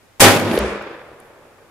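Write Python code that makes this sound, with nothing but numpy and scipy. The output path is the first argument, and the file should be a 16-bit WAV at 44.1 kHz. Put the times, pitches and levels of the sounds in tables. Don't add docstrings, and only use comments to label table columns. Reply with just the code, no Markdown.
import sys
import numpy as np
from scipy import signal
from scipy.io import wavfile

SR = 44100
rng = np.random.default_rng(int(sys.argv[2]) if len(sys.argv) > 2 else 0)


def master(y):
    cut = np.clip(np.atleast_2d(y).T, -1, 1)
    pcm = np.round(cut * 32767)
    wavfile.write(sys.argv[1], SR, pcm.astype(np.int16))


N = 74970
TIME = np.arange(N) / SR
SHOT_S = .2015


def from_db(db):
    return 10 ** (np.asarray(db) / 20)


def rms_one(x):
    return x / np.sqrt(np.mean(x ** 2) + 1e-20)


def at_hz(rows, hz):
    pitches, *columns = np.transpose(rows)
    return [np.interp(np.log(hz), np.log(pitches), column) for column in columns]


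def since(start):
    return np.maximum(TIME - start, 0)


def fade(age, t60):
    return from_db(-60 * np.maximum(age, 0) / t60)


def swell(table, hz):
    db, build, hold, t60 = at_hz(table, hz)
    age = since(SHOT_S)
    return from_db(db) * np.minimum(age / build, 1) ** .41 * fade(age - hold, t60)


def flicker(rate_hz):
    steps = np.arange(N) * rate_hz / SR
    return rms_one(np.interp(steps, np.arange(4000), rng.standard_normal(4000)))


def hiss(low_hz, high_hz):
    bandpass = signal.butter(2, [low_hz, high_hz], "band", fs=SR, output="sos")
    return rms_one(signal.sosfilt(bandpass, rng.standard_normal(N)))


def banded_noise(gain_at, coherence_share):
    # frequency in Hz, correlation at a share of 1.
    coherence = [(60, 1), (250, 1), (500, 0.94), (1000, 0.85), (2000, 0.3), (4200, 0.033), (7000, 0.073),
                 (10500, .8), (15000, 0.72)]
    edges = 20 * 2 ** (np.arange(21) / 2)
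    white = rng.standard_normal((2, 2, N + SR // 8))
    mid_side = np.zeros((2, N))
    for k, (low, high) in enumerate(zip(edges, edges[1:])):
        bandpass = signal.butter(3, [low, high], "band", fs=SR, output="sos")
        pair = signal.sosfilt(bandpass, white[k % 2])[:, -N:]
        hz = np.sqrt(low * high)
        alike = coherence_share * at_hz(coherence, hz)[0]
        mid_side += gain_at(hz) * rms_one(pair) * np.sqrt([[1 + alike], [1 - alike]])
    mid, side = mid_side / 2
    return np.array([mid + side, mid - side])


def wave_packet(start, hz, cycles):
    turns = since(start) * hz
    return np.sin(2 * np.pi * turns) * (turns / cycles * np.exp(1 - turns / cycles)) ** 2


def blast():
    # frequency in Hz, level per octave in dB,
    # then build-up, hold and 60 dB decay times in seconds.
    spectrum = [(30.1, -33, .004, .02, 0.41), (60.5, -33, .02, .06, 0.17), (120, -18, 0.065, 0.073, 0.52),
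                (250, -17, .05, 0.097, .36), (480, -8.5, 0.028, 0.074, 0.31), (700, -12.5, .02, 0.11, 0.24),
                (1000, -13.5, .015, 0.08, 0.34), (1991, -9, 0.0064, 0.071, 0.38),
                (4070, -11, .007, 0.054, 0.34), (9100, -7, .007, 0.012, 0.36),
                (15000, -11.5, .006, .01, 0.39)]
    # start in seconds, envelope peak in dB,
    # frequency in Hz, cycles to the peak.
    fronts = [(.197, -22.5, 38, .3), (.197, -15.5, 800, 0.86), (0.2037, -7, 330, .4),
              (0.204, -8, 1300, 0.45)]
    roar = banded_noise(lambda hz: swell(spectrum, hz), coherence_share=.92)
    roar *= from_db(.9 * flicker(rate_hz=220))
    return roar + sum(from_db(db) * wave_packet(start, hz, cycles) for start, db, hz, cycles in fronts)


def priming():
    start = .1972
    return from_db(-22) * hiss(118.5, 10800) * (TIME > start) * fade(since(start), t60=.04)


def shelter():
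    # frequency in Hz, level in dB, 60 dB decay time in seconds.
    modes = [(102.2, -10, 0.61), (150, -22, .9), (211.1, -18, .7), (255.8, -16, 1.1), (333.4, -16, 0.47),
             (384.7, -14, 0.7), (472.8, -14.5, 0.33), (536, -13, .7), (813, -8, .5), (1462, -22.5, 0.83),
             (1570, -18.5, 0.455)]
    age, build_s = since(SHOT_S), .05
    rings = np.zeros((2, N))
    for hz, db, t60 in modes:
        phase = rng.random() + .06 * rng.standard_normal((2, 1))
        rings += from_db(db) * fade(age, t60) * np.sin(2 * np.pi * (hz * age + phase))
    return rings * np.minimum(age / build_s, 1)


def echoes():
    # arrival in seconds, envelope peak in dB, frequency in Hz, # gain of the crack in
    # dB relative to that peak, before the crack noise is halved.
    slaps = [(.3635, -15.5, 420, 3), (0.4641, -11.5, 330, -22), (0.5136, -10.5, 335, -2.5),
             (0.5416, -13, 420, -30), (0.576, -3, 450, -9.5), (.631, -15, 425, -28),
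             (0.6449, -13, 510, -27), (.68, -22, 470, -7), (0.865, -26, 420, -24), (.909, -25.5, 455, -22),
             (1.115, -33, 440, -19)]
    # arrival in seconds, envelope peak in dB, frequency in Hz, cycles to the peak.
    thuds = [(0.438, -22.5, 109, 2.8), (0.469, -21.5, 232, 4.8), (0.575, -23, 61.6, 2.4),
             (.58, -25.5, 206.2, 8.4), (0.686, -34, 204.6, 10.6), (0.726, -49, 58, 2),
             (1.087, -50.5, 64, 1.3)]
    crack_noise = hiss(1660, 4260) / 2
    knocks = np.zeros(N)
    for start, db, hz, crack_db in slaps:
        crack = from_db(crack_db) * crack_noise * (TIME > start) * fade(since(start), t60=.016)
        knocks += from_db(db) * (wave_packet(start, hz, cycles=1) + crack)
    return knocks + sum(from_db(db) * wave_packet(start, hz, cycles) for start, db, hz, cycles in thuds)


def open_range():
    # frequency in Hz, level per octave in dB,
    # then build-up, hold and 60 dB decay times in seconds.
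    roll = [(30, -58, .3, 0.25, .9), (60, -45, .3, 0.54, 0.38), (120.5, -38, .25, 0.46, 0.39),
            (250, -25.5, .25, 0.34, 0.59), (450, -22.5, 0.37, 0.51, 1), (680, -26, .24, 0.29, 1.2),
            (1000, -29.5, 0.28, 0.47, 1.34), (1900, -30, 0.17, 0.5, 1.12), (3866, -35, .27, 0.36, 1.2),
            (9000, -47, .27, 0.5, 0.32), (15000, -65, .3, 0.52, 0.17)]
    rumble = [(30, -66.5, .4, 0.34, 2.8), (60, -59, .4, 0.36, 3), (120, -53.5, .4, 0.68, 2.6),
              (250, -50.5, .4, 0.27, 4.5), (470, -37, 0.44, 0.51, 4.1), (680, -40, .4, 0.43, 3),
              (950, -44.5, .4, 0.26, 5.7), (2000, -44.5, .4, 0.26, 4.5), (3964, -59.5, .4, 0.41, 1.8),
              (12000, -84, .4, .55, 1.6)]
    field = banded_noise(lambda hz: np.hypot(swell(roll, hz), swell(rumble, hz)), coherence_share=.98)
    return field * from_db(1.2 * flicker(rate_hz=180))


def debris():
    # start in seconds, gain in dB, centre frequency in Hz,
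    # fall to either side in dB per octave (negative rises), 60 dB decay time in seconds.
    impacts = [(0.363, -27.5, 4000, -3, 0.024), (.398, -12.5, 7000, 7, 0.0063),
               (0.5896, -10, 10500, 5.5, 0.0031), (0.591, -27, 7900, 5, 0.016),
               (0.8248, -33.5, 6950, 1.5, 0.0028), (1.2016, -35.5, 9800, 28, 0.016)]
    # lower and upper band edge in Hz, gain in dB.
    colour = [(3400, 5400, -4.5), (5660, 9300, -16), (9070, 11600, -4.5), (11200, 13700, -13)]
    bands = [(np.sqrt(low * high), from_db(db) * hiss(low, high)) for low, high, db in colour]
    ticks = np.zeros(N)
    for start, db, centre_hz, fall, t60 in impacts:
        noise = sum(from_db(db - fall * abs(np.log2(hz / centre_hz))) * band for hz, band in bands)
        ticks += noise * (TIME > start) * fade(since(start), t60)
    return ticks


def grit():
    # midpoint in seconds, half length in seconds, level in dB.
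    showers = [(0.483, .045, -48.5), (0.55, 0.029, -39), (1.26, .06, -68)]
    envelope = sum(from_db(db) * np.exp(-((TIME - middle) / half) ** 2) for middle, half, db in showers)
    patter = hiss(9373, 12360) * from_db(3 * flicker(rate_hz=1200))
    return envelope * rms_one(patter)


def still_air():
    # frequency in Hz, level per octave in dB.
    spectrum = [(30, -70), (60, -72), (97, -61), (140, -68.5), (250, -65), (500, -59), (1000, -61.5),
                (2000, -60.5), (4000, -65.5), (9000, -65.5), (15000, -66.5)]
    return banded_noise(lambda hz: from_db(at_hz(spectrum, hz)[0]), coherence_share=.55)


def scene():
    return still_air() + priming() + blast() + shelter() + open_range() + echoes() + debris() + grit()


def record(dry):
    clip_level = .97
    overloaded = dry / (1 + (dry / clip_level) ** 4) ** (1 / 4)
    softened = signal.sosfilt(signal.butter(2, 14000, fs=SR, output="sos"), overloaded)
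    return signal.sosfilt(signal.cheby2(16, 70, 16400, fs=SR, output="sos"), softened)


dry = scene()
out = record(dry)
master(out)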